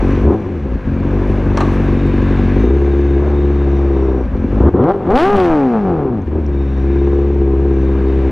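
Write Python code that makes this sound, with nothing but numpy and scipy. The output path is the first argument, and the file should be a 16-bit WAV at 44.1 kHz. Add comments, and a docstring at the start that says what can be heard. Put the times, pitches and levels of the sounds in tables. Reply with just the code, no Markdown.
"""Four-cylinder motorcycle at idle

Heard from the rider's seat: a small blip, a gear knocked in, a faster idle, a stumble, one sharp rev
that dies away, and steady running again. The firings form a pulse train: each one thumps, excites the
resonances of the exhaust pipe and puffs gas. Valves and gears clatter in the casing."""
import sys
import numpy as np
from scipy import signal
from scipy.io import wavfile
from scipy.ndimage import uniform_filter1d

SR = 44100
rng = np.random.default_rng(int(sys.argv[2]) if len(sys.argv) > 2 else 0)


def dump_mix(stems):
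    """Bounce the given channels to the path in sys.argv[1] as a 16-bit WAV at rate SR."""
    frames = np.atleast_2d(stems).T  # one column per channel
    limited = np.clip(frames, -1, 1)  # hard clip at full scale
    pcm = np.round(limited * 32767).astype(np.int16)
    wavfile.write(sys.argv[1], SR, pcm)


N = 366471
T = np.arange(N) / SR


def gain_of(db):
    """Amplitude ratio of a level in decibels."""
    return 10 ** (np.asarray(db) / 20)


def follow(rows):
    """Linear interpolation of a table's columns over time."""
    s, *columns = np.transpose(rows)
    return [np.interp(T, s, c) for c in columns]


def by_speed(hz, rows):
    """Interpolation of a table's columns over log firing rate."""
    at, *columns = np.transpose(rows)
    return [np.interp(np.log(hz), np.log(at), c) for c in columns]


def slope(hz, hz_per_s):
    """Squared acceleration: 0 to 1 as the revs change at up to this signed rate."""
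    return uniform_filter1d(np.clip(np.gradient(hz) * SR / hz_per_s, 0, 1) ** 2, size=1500)


def evened(x, seconds=.1):
    """Normalisation to a running rms of 1."""
    size = round(seconds * SR)
    return x / np.sqrt(abs(uniform_filter1d(uniform_filter1d(x ** 2, size), size)) + 1e-20)


def lowpass(x, hz):
    """A steep low-pass gives a pulse a finite rise time."""
    return signal.sosfilt(signal.butter(4, hz, fs=SR, output="sos"), x)


def drift(hz):
    """Slow random modulation of rms 1."""
    return evened(lowpass(rng.standard_normal(N), hz), 4.6)


def decay(x, seconds):
    """A leaky integrator gives each pulse an exponential tail."""
    return signal.lfilter([1], [1, -np.exp(-1 / (seconds * SR))], x)


def colour(x, points):
    """Minimum-phase filter with the gain of a (Hz, dB) table."""
    f, db = np.transpose(points)
    log_hz = np.log(abs(np.fft.fftfreq(4096, 1 / SR)) + 1)
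    log_gain = np.interp(log_hz, np.log(f), db) * np.log(10) / 20
    taps = np.fft.ifft(np.exp(np.conj(signal.hilbert(log_gain)))).real
    return signal.oaconvolve(x, taps[:2048])[:len(x)]


def resonate(x, hz, width):
    """Heterodyne resonance of gain 1: shift hz down to zero, smooth, shift back."""
    turn = np.exp(2j * np.pi * np.cumsum(hz * np.ones(len(x))) / SR)
    r = np.exp(-np.pi * width / SR)
    return 2 * (turn * signal.lfilter([1 - r], [1, -r], x / turn)).real


def ring(x, modes, flutter_db=0, flutter_hz=4):
    """Superposition of double-pole modes of alternating sign, each free to swell on its own."""
    out = 0
    for k, (hz, width, db) in enumerate(modes):
        r = np.exp(-np.pi * width / SR)
        pole = r * np.exp(2j * np.pi * hz / SR)
        swell = gain_of(flutter_db * drift(flutter_hz)) if np.any(flutter_db) else 1
        mode = signal.lfilter([(1 - r) ** 2], [1, -2 * pole, pole ** 2], x).real
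        out = out + (-1) ** k * gain_of(db) * swell * mode
    return out


# Distant rumble: a spectrum, then its level in dB. Each row: frequency in Hz, relative gain in dB.
RUMBLE = [(15, -41), (30, 15), (60, 6), (200, 9.5), (1000, -47.5), (3000, -94)], -29

def street():
    """Low-frequency noise forms a steady ambient floor."""
    spectrum, level_db = RUMBLE
    return gain_of(level_db) * evened(colour(rng.standard_normal(N), spectrum), .42)


# Casing noise. Each row: time in seconds, clatter level in dB, treble fizz level in dB.
CLATTER_LEVELS = [(0.0, -39, -67), (0.16, -37.5, -64), (0.32, -46, -71), (0.71, -47.5, -88.5),
                  (1.1, -43, -78.5), (1.3, -41, -63.5), (1.5, -41, -73), (1.62, -39, -66), (1.78, -38, -62),
                  (2.05, -38.5, -69), (2.43, -37.5, -72), (2.6, -37.5, -69), (2.68, -42, -71),
                  (4.0, -44.5, -78.5), (4.3, -49, -97), (4.6, -45.5, -72), (4.88, -58.5, -78),
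                  (5.16, -43.5, -79), (5.3, -37, -62), (5.6, -41.5, -71), (6.13, -53, -92),
                  (6.97, -44.5, -86), (7.5, -48, -87.5), (8.31, -42, -77)]
# Spectra of clatter and fizz. Each row: frequency in Hz, relative gain in dB.
CASING_SPECTRUM = [(900, -20), (2000, 1), (2600, -2.5), (3300, -12.5), (4300, -17), (5000, -23),
                   (6500, -25), (8000, -33.5), (11000, -57.5), (16000, -72.5)]
FIZZ_SPECTRUM = [(3000, -39.5), (6500, -2), (8000, -9.5), (11000, -6.5), (16000, -28)]
# Casing resonances. Each row: frequency in Hz, width in Hz, relative gain in dB.
CASING_MODES = [(1640, 370, 6.5), (1070, 300, 9), (2323, 34, 4.5), (3506, 130, -11.5), (4510, 86, -13.5),
                (5240, 150, -22.5)]
# Gear whines. Each row: time in seconds, low and high whine in dB re the clatter, high pitch in Hz.
GEAR_WHINES = [(0, -30, -21, 5940), (1.7, -20, -25.5, 5990), (2.2, -15.5, -34, 5840), (2.7, -15, -20, 6320),
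               (3.5, -12.5, -23, 6050), (4.1, -14, -18, 5700), (4.4, -32, -21.5, 5880),
               (6.2, -31.5, -27, 5910), (6.6, -9.5, -19, 5700), (7.2, -14.5, -21, 5920),
               (7.5, -24, -20.5, 5850), (7.9, -13.5, -21.5, 6000), (8.31, -18, -28, 5900)]

def clatter(turns, strength):
    """Impact excitation: dense taps, stronger after each firing, drive casing modes and gear whines."""
    taps = rng.standard_normal(N) * gain_of(1.5 * rng.exponential(1, N))
    taps *= 1 + .5 * strength * np.exp(-(turns % 1) / .96)
    level_db, fizz_db = follow(CLATTER_LEVELS)
    low_db, high_db, high_hz = follow(GEAR_WHINES)
    modes = evened(ring(taps, CASING_MODES, flutter_db=1.5, flutter_hz=2.2), .54)
    casing = evened(colour(taps, CASING_SPECTRUM)) + gain_of(2.5) * modes
    for db, hz, width in (low_db, 3680, 70), (high_db, high_hz, 210):
        whine = evened(resonate(resonate(taps, hz, width), hz, width), .6)
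        casing += gain_of(db + 1.5 * drift(6)) * whine
    fizz = evened(colour(taps, FIZZ_SPECTRUM), .3)
    return gain_of(level_db) * casing + gain_of(fizz_db + 1.8 * drift(12)) * fizz


# Gear dogs engaging. Each row: start in seconds, peak in dB, tilt in dB per octave, T60 in seconds,
# level of the high ring in dB.
GEAR_KNOCKS = [(1.572, -7, -6, 0.044, -23.5), (1.605, -5, -7.5, 0.052, -44)]
# Gearbox resonances. Each row: frequency in Hz, width in Hz, relative gain in dB.
GEARBOX_MODES = [(670, 780, 0), (970, 900, 2), (1156, 160, 12), (1610, 370, -4), (2650, 1560, -6),
                 (4170, 760, -7), (5700, 1400, -7.5), (8300, 2600, -16), (11000, 3300, -27)]
# Single ticks. Each row: start in seconds, level in dB, frequency in Hz.
METAL_TICKS = [(2.0694, -39, 7840), (6.2194, -39, 6200), (6.4643, -30.5, 5600)]

def knocks():
    """Metal impacts excite the gearbox modes and loose parts rattle on; ticks are damped sinusoids."""
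    out, t = np.zeros(N), np.arange(9000) / SR

    def ping(db, hz, t60, rise_s):
        return gain_of(db - 60 * t / t60) * np.sin(2 * np.pi * hz * t) * np.minimum(t / rise_s, 1)

    for s, peak_db, tilt, t60, dog_db in GEAR_KNOCKS:
        noise = rng.standard_normal(len(t))
        jangle = gain_of(-20.5 + 4 * rng.standard_normal(len(t)) - 60 * t / .98)
        modes = [(hz, width, db + tilt * np.log2(hz / 1000)) for hz, width, db in GEARBOX_MODES]
        blow = ring(noise * (gain_of(-60 * t / t60) + jangle), modes)
        dog_ring = ping(dog_db, hz=5800, t60=.025, rise_s=.0016)
        out[round(s * SR):][:len(t)] += gain_of(peak_db) * blow / abs(blow).max() + dog_ring
    for s, db, hz in METAL_TICKS:
        out[round(s * SR):][:len(t)] += ping(db, hz, t60=.0047, rise_s=.0006)
    return out


# Lumps of air. Each row: start in seconds, length in seconds, signed peak (negative is suction).
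AIR_LUMPS = [(5.09, 0.051, -.2), (5.135, 0.017, -0.44), (5.21, 0.055, -0.15), (5.29, 0.071, 0.26),
             (5.49, 0.042, 0.23)]

def air_lumps():
    """Air pushed past the microphones makes slow, single pressure pulses."""
    return sum(peak * np.sin(np.pi * np.clip((T - s) / length, 0, 1)) ** 2
               for s, length, peak in AIR_LUMPS)


# Bursts of crackle during the rev. Each row: start in seconds, length in seconds, level in dB.
CRACKLE_BURSTS = [(4.824, .03, -61), (4.87, 0.056, -46), (5.102, 0.11, -36.5), (5.154, 0.074, -26),
                  (5.357, 0.091, -32.5)]
# Single sharp clicks. Each row: start in seconds, peak in dB.
SHARP_CLICKS = [(4.827, -29), (4.841, -22), (4.892, -26), (4.897, -28), (5.107, -23), (5.369, -13),
                (5.412, -20), (5.422, -20), (5.462, -21), (5.474, -22), (5.516, -21), (5.596, -27),
                (5.61, -25)]
# Spectrum of crackle and clicks. 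Each row: frequency in Hz, relative gain in dB.
CRACKLE_SPECTRUM = [(900, -1.5), (2000, -4.5), (3000, -7), (4500, -16.5), (7000, -27.5), (11000, -34.5),
                    (16000, -45.5)]

def overload_crackle(pulses):
    """Overload distortion: crackle and sharp clicks as the loud rev overloads the microphone."""
    envelope = 0
    for s, length, db in CRACKLE_BURSTS:
        fall_db = 9.4 * np.maximum(T - s - length, 0) / length  # short bursts die faster
        envelope += gain_of(db - fall_db) * np.clip((T - s) / .0036, 0, 1)
    spikes = pulses * gain_of(4 * rng.standard_normal(N))
    hiss = decay(spikes, seconds=.003) * rng.standard_normal(N)
    out = envelope * evened(colour(spikes + .06 * hiss, CRACKLE_SPECTRUM), .04)
    t = np.arange(400) / SR
    for s, peak_db in SHARP_CLICKS:
        tail = .15 * rng.standard_normal(len(t)) * np.exp(-t / .001)
        click = colour((t == 0) + tail, CRACKLE_SPECTRUM)
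        out[round(s * SR):][:len(t)] += gain_of(peak_db) * click / abs(click).max()
    return out


def stumble(load_db, hz):
    """Combustion instability: 0 to 1 as both load and firing rate sink."""
    return np.clip((-14.5 - load_db) / 3, 0, 1) * np.clip((125 - hz) / 30, 0, 1)


# Engine speed. Each row: time in seconds, firing rate in Hz.
FIRING_RATE = [(0, 47.6), (.21, 47.5), (.35, 109), (.38, 107), (.58, 78.4), (.71, 59.8), (.9, 43.7),
               (1.16, 49), (1.4, 47.8), (2.55, 47), (2.75, 70), (3.17, 69.5), (3.24, 72.6), (3.47, 70.1),
               (3.89, 69.2), (3.98, 66.9), (4.23, 63), (4.4, 42.5), (4.6, 55), (4.65, 70), (4.69, 96),
               (4.74, 84), (4.77, 93.7), (4.92, 205), (5.07, 172.3), (5.116, 204), (5.204, 314),
               (5.252, 383), (5.296, 405), (5.334, 407), (5.384, 381), (5.572, 295.5), (5.76, 220),
               (6, 146.3), (6.126, 115.4), (6.28, 72), (6.38, 80.4), (6.5, 69.4), (6.78, 67.2),
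               (6.94, 68.9), (7.34, 70.2), (7.52, 66.7), (7.64, 69.2), (7.75, 67.2), (8.31, 66.6)]
# How hard the cylinders fire. Each row: time in seconds, load in dB, extra pipe drone in dB.
ENGINE_LOAD = [(0.0, -4.5, 1), (0.04, -12, 6), (0.11, -10.5, 1), (0.18, -13, 3), (0.28, -5.5, 4.5),
               (0.32, -7, 3), (0.37, -19.5, 1), (0.42, -20, -3), (0.48, -19, 1), (0.54, -15.5, 0.5),
               (0.61, -18, -3), (0.66, -15.5, 1.5), (0.74, -15.5, -2.5), (0.83, -21.5, 2.5),
               (0.88, -15, -6.5), (1.09, -13, 3.5), (2.52, -10, 1), (2.68, -9, 7.5), (2.75, -10, 5),
               (3.77, -10, 3), (4.21, -12.5, 7.5), (4.3, -20, -18), (4.35, -12, 2.5), (4.37, -19, 4),
               (4.44, -10.5, -4), (4.47, -17.5, 3), (4.67, -2.5, 0.5), (4.72, -12.5, 6), (4.77, -9, 3.5),
               (4.91, -14.5, 0.5), (4.98, -22.5, -2), (5.05, -22, -2), (5.11, -5.5, -4.5), (5.23, -7, -7),
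               (5.33, -15.5, -10), (5.41, -12, -8), (5.5, -10.5, -22), (5.56, -8, -13), (5.7, -9, -13.5),
               (5.76, -9, -21), (5.83, -16.5, -3), (5.88, -16.5, -1), (5.96, -16.5, -0.5), (6.04, -18.5, 4),
               (6.2, -16.5, -7.5), (6.3, -18.5, -0.5), (6.34, -9.5, -1), (6.37, -8.5, 0.5),
               (6.43, -14.5, -2), (6.53, -12.5, 1.8), (6.71, -13, -2), (6.99, -11, 7), (8.31, -11, 4)]
# Brief load steps, mostly drop-outs. Each row: start in seconds, length in seconds, change in dB.
DROPOUTS = [(4.591, 0.013, -9), (4.693, 0.047, -7.5), (4.915, 0.03, -1.5), (6.302, 0.014, 1.5),
            (6.336, 0.018, -3)]

def engine_state():
    """Modulation of rate and load: the speed hunts and staggers; firings hit harder after a drop-out."""
    hz, = follow(FIRING_RATE)
    load_db, sing_db = follow(ENGINE_LOAD)
    hunt = .004 * drift(5)
    stagger = .05 * stumble(load_db, hz) * np.clip(2 - hz / 60, 0, 1) * drift(14)
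    steps_db = 0
    for s, length, db in DROPOUTS:
        refire_db = 3.5 * (T >= s + length) * np.exp(-abs(T - s - length) / .0079)
        steps_db += db * ((T > s) & (T < s + length)) + refire_db
    load_db += uniform_filter1d(uniform_filter1d(steps_db, size=60), size=60)
    return hz * (1 + hunt + stagger), load_db, sing_db


# The four cylinders. Each row: strength in dB and lateness in firing periods (both at an imbalance
# of 1), coupling to the pipe in dB.
CYLINDER_TRAITS = [(1.6, .03, 3.5), (-1, 0, -3), (.5, -.02, .5), (-1.1, -.01, -2)]
# Unevenness. Each row: firing rate in Hz, imbalance factor, exponent of thump swing, scatter in dB.
UNEVENNESS = [(44, 1.1, 1.5, 1.9), (48, 1.1, 1.5, 1.4), (68, .35, .5, .6), (90, .7, .9, .9),
              (200, .5, .7, .6), (400, .4, .5, 1.2)]
# Ragged burning as the throttle opens and shuts. Each row: time in seconds, share from 0 to 1.
RAGGED_BURN = [(4.72, 0), (4.91, .15), (4.93, .85), (5.06, .85), (5.1, .05), (5.34, .05), (5.37, .6),
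               (5.41, 0)]
OVERRUN_HZ_PER_S = -340

def firings(hz, load_db):
    """Cycle-to-cycle variation: returns phase in firings, an uneven pulse train and its strength."""
    turns = np.cumsum(hz) / SR
    k = np.arange(1, 1200)
    chance = rng.standard_normal((len(k), 2))
    cylinder_db, late, _ = np.transpose(CYLINDER_TRAITS)[:, k % 4]
    overrun = slope(hz, OVERRUN_HZ_PER_S)
    imbalance, _, scatter_db = by_speed(hz, UNEVENNESS)
    scatter_db = np.interp(k, turns, scatter_db + 4.5 * stumble(load_db, hz) + 4 * follow(RAGGED_BURN)[0])
    imbalance = np.interp(k, turns, imbalance + .9 * overrun)
    pair_db = np.interp(k, turns, 2.5 * overrun * np.clip(hz / 100 - 1, 0, 1)) * (-1) ** k
    strength = gain_of(pair_db + imbalance * cylinder_db + scatter_db * chance[:, 0])
    strength *= k < turns[-1] - 1
    at = np.interp(k + imbalance * late + .013 * scatter_db * chance[:, 1], turns, np.arange(N))
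    whole = np.clip(at.astype(int), 0, N - 2)
    pulses = np.zeros(N)
    np.add.at(pulses, whole, strength * (1 - at + whole))  # split over two samples for exact timing
    np.add.at(pulses, whole + 1, strength * (at - whole))
    return turns, pulses, np.interp(turns, k, strength + 1e-3)


# Spectra of escaping gas and of bare pulses. Each row: frequency in Hz, relative gain in dB.
GAS_SPECTRUM = [(250, -30.5), (500, 10.5), (620, 1.5), (780, -3), (1000, -2), (1300, -8.5), (1700, -18),
                (2500, -37.5), (3500, -35), (6000, -80.5)]
SNARL_SPECTRUM = [(250, -30), (450, 13.5), (620, 5.5), (780, 13), (980, -1), (1200, 1), (1600, -10.5),
                  (2200, -24.5), (3000, -36), (4000, -35), (7000, -63)]

def gas_rasp(hz, pulses, gas, ragged):
    """Flow noise at the outlet, joined at speed by pulses that pass the silencer intact."""
    bare = (hz / 120) ** 2 * (1 - .8 * ragged) * gain_of(2 * drift(8))
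    rasp = evened(evened(colour(gas, GAS_SPECTRUM)) - bare * evened(colour(pulses, SNARL_SPECTRUM)))
    # near top speed the second harmonic of the rasp is halved
    return rasp - .5 * np.clip(hz / 100 - 3, 0, 1) * resonate(rasp, 2 * hz, width=60)


# Exhaust and header pipe resonances. Each row: frequency in Hz, width in Hz, relative gain in dB.
PIPE_MODES = [(343.2, 45.3, 5), (403.4, 49, -1.5), (480.6, 100, -14), (523, 26, -14.5), (752.2, 30, -16)]
HEADER_MODES = [(777, 190, -2), (996, 120, -1.5)]

def pipe_drone(turns, pulses, drive):
    """Air-column resonance: all cylinders ring the pipe, and one also rings its header."""
    cylinder = np.round(turns).astype(int) % 4
    header = evened(ring(pulses * (cylinder == 0), HEADER_MODES), .54)
    coupling = gain_of(uniform_filter1d(np.transpose(CYLINDER_TRAITS)[2][cylinder], size=40))
    pipe = evened(ring(coupling * drive, PIPE_MODES, flutter_db=1.7, flutter_hz=3.02), .25)
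    return pipe + gain_of(-25.5) * np.roll(header, round(.005 * SR))  # lands on the drone's peak


# Silencer and chamber resonances. Each row: frequency in Hz, width in Hz, relative gain in dB.
SILENCER_MODES = [(70.2, 15, 11), (94.5, 24, 2), (138.6, 20, -1)]
CHAMBER_MODES = [(207, 85.6, 0.47), (237, 79.4, 0.93), (270.7, 52, 1)]

def silencer_boom(hz, drive):
    """Cavity resonance: the silencer rings just after the chamber ahead of it, each mode wavering."""
    burble_db = 1 + .4 * by_speed(hz, UNEVENNESS)[2]
    silencer = ring(np.roll(drive, round(.0015 * SR)), SILENCER_MODES, burble_db, flutter_hz=10)
    chamber = ring(drive, CHAMBER_MODES, burble_db, flutter_hz=10)
    return evened(silencer - chamber, .14)


# Strong-weak firing on the overrun. Each row: multiple of the firing rate, level in dB re the thump.
HALF_ORDERS = [(.5, -20), (1.5, -4)]

def firing_thump(hz, turns, strength, ragged):
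    """The fundamental of the firings, with half orders when they alternate as the revs fall."""
    swing = strength ** by_speed(hz, UNEVENNESS)[1]
    thump = evened(swing * np.cos(2 * np.pi * (turns + .27)), .25)
    paired = sum(gain_of(db) * np.cos(2 * np.pi * order * turns) for order, db in HALF_ORDERS)
    thump += slope(hz, OVERRUN_HZ_PER_S) * np.clip(hz / 150 - 1, 0, 1) * paired
    return thump * (1 - .8 * ragged ** 2)


# Exhaust balance. Each row: firing rate in Hz, then relative thump, boom, drone and rasp in dB.
EXHAUST_MIX = [(44, -12.5, -1, -11.5, -21), (48.5, -4, -3.5, -13, -18.5), (68.5, -2, -4, -11.5, -20.5),
               (86, -9, -4.5, -9.5, -19), (117, -6, 1, -3, -12), (182, -2, -2, -1, -5.5),
               (278, -5.5, -13.5, -6, -9.5), (410, 2.5, -2.5, -14, -6)]
# The exhaust's midrange. Each row: time in seconds, extra rasp in dB.
RASP_BOOST = [(0, 3), (.4, 2.5), (.9, 3), (1.5, 4), (2.2, 0.5), (2.8, 0), (3.15, -2), (3.27, 5.5),
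              (3.45, -2.5), (3.9, 2.5), (4.1, 4), (4.35, 3), (4.6, 3), (4.85, 5), (5.0, 2), (5.17, 2),
              (5.3, 7), (5.36, 11), (5.45, 2), (5.7, -3.5), (6, 2.5), (6.35, -1), (6.7, -2), (7.5, -2.5),
              (8.31, 0.4)]

def exhaust(hz, load_db, sing_db, turns, pulses, strength):
    """Source and filter: pulses and puffs of gas drive the resonances, over the thump of the firings."""
    thump_db, boom_db, drone_db, rasp_db = by_speed(hz, EXHAUST_MIX)
    ragged, = follow(RAGGED_BURN)
    puffs = 1 + .5 * lowpass(decay(pulses, seconds=.0008), 700)
    gas = evened(puffs * rng.standard_normal(N))
    drive = -lowpass(evened(pulses) + (.07 + 1.6 * ragged ** 2) * gas, 2000)
    drone = pipe_drone(turns, pulses, drive)
    overtones = gain_of(boom_db) * silencer_boom(hz, drive)
    overtones += gain_of(drone_db + sing_db + .9 * drift(8.3)) * drone
    overtones -= resonate(overtones, hz, width=25)  # the thump carries the first order
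    # fast firings leave the lowest mode at rest
    overtones -= np.clip(hz / 80 - 1, 0, 1) * resonate(overtones, 65, width=80)
    rising = slope(hz, hz_per_s=330)  # climbing revs thin the thump and lift the rasp
    thump_db -= 5.5 * rising * np.clip(hz / 75 - 1, 0, 1)
    rasp_db += .5 * rising + follow(RASP_BOOST)[0]
    thump = gain_of(thump_db) * firing_thump(hz, turns, strength, ragged)
    rasp = gain_of(rasp_db) * gas_rasp(hz, pulses, gas, ragged)
    return gain_of(load_db) * (thump + overtones + rasp)


# Likeness of left and right. Each row: frequency in Hz, coherence from 0 to 1.
COHERENCE = [(60, 1), (2000, 1), (5000, 1), (9000, 0.45), (16000, 0.35)]

def scene():
    """One near source reaches both sides alike; scattering decorrelates its treble."""
    hz, load_db, sing_db = engine_state()
    turns, pulses, strength = firings(hz, load_db)
    mid = exhaust(hz, load_db, sing_db, turns, pulses, strength) + clatter(turns, strength)
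    mid += overload_crackle(pulses) + air_lumps() + knocks() + street()
    f, _, spectrum = signal.stft(mid, SR, nperseg=256)
    coherence = np.clip(np.interp(f, *np.transpose(COHERENCE)), 0, 1)[:, None]
    random_phase = np.exp(2j * np.pi * rng.random(spectrum.shape[::-1]).T)
    scattered = abs(spectrum) * random_phase * np.sqrt((1 - coherence) / (1 + coherence))
    side = signal.istft(scattered, SR, nperseg=256)[1][:N]
    return np.array([mid + side, mid - side]) * gain_of([[.75], [-.75]])


def record(dry):
    """Soft saturation rounds the peaks, between an infrasonic cut and a band limit."""
    cut = signal.sosfilt(signal.butter(2, 6, "high", fs=SR, output="sos"), dry)
    soft = 1.2 * np.tanh(cut / 1.2)
    band_limit = signal.firwin(511, 15800, window=("kaiser", 9), fs=SR)
    return signal.oaconvolve(soft, band_limit[None], "same")


dry = scene()
out = record(dry)
dump_mix(out)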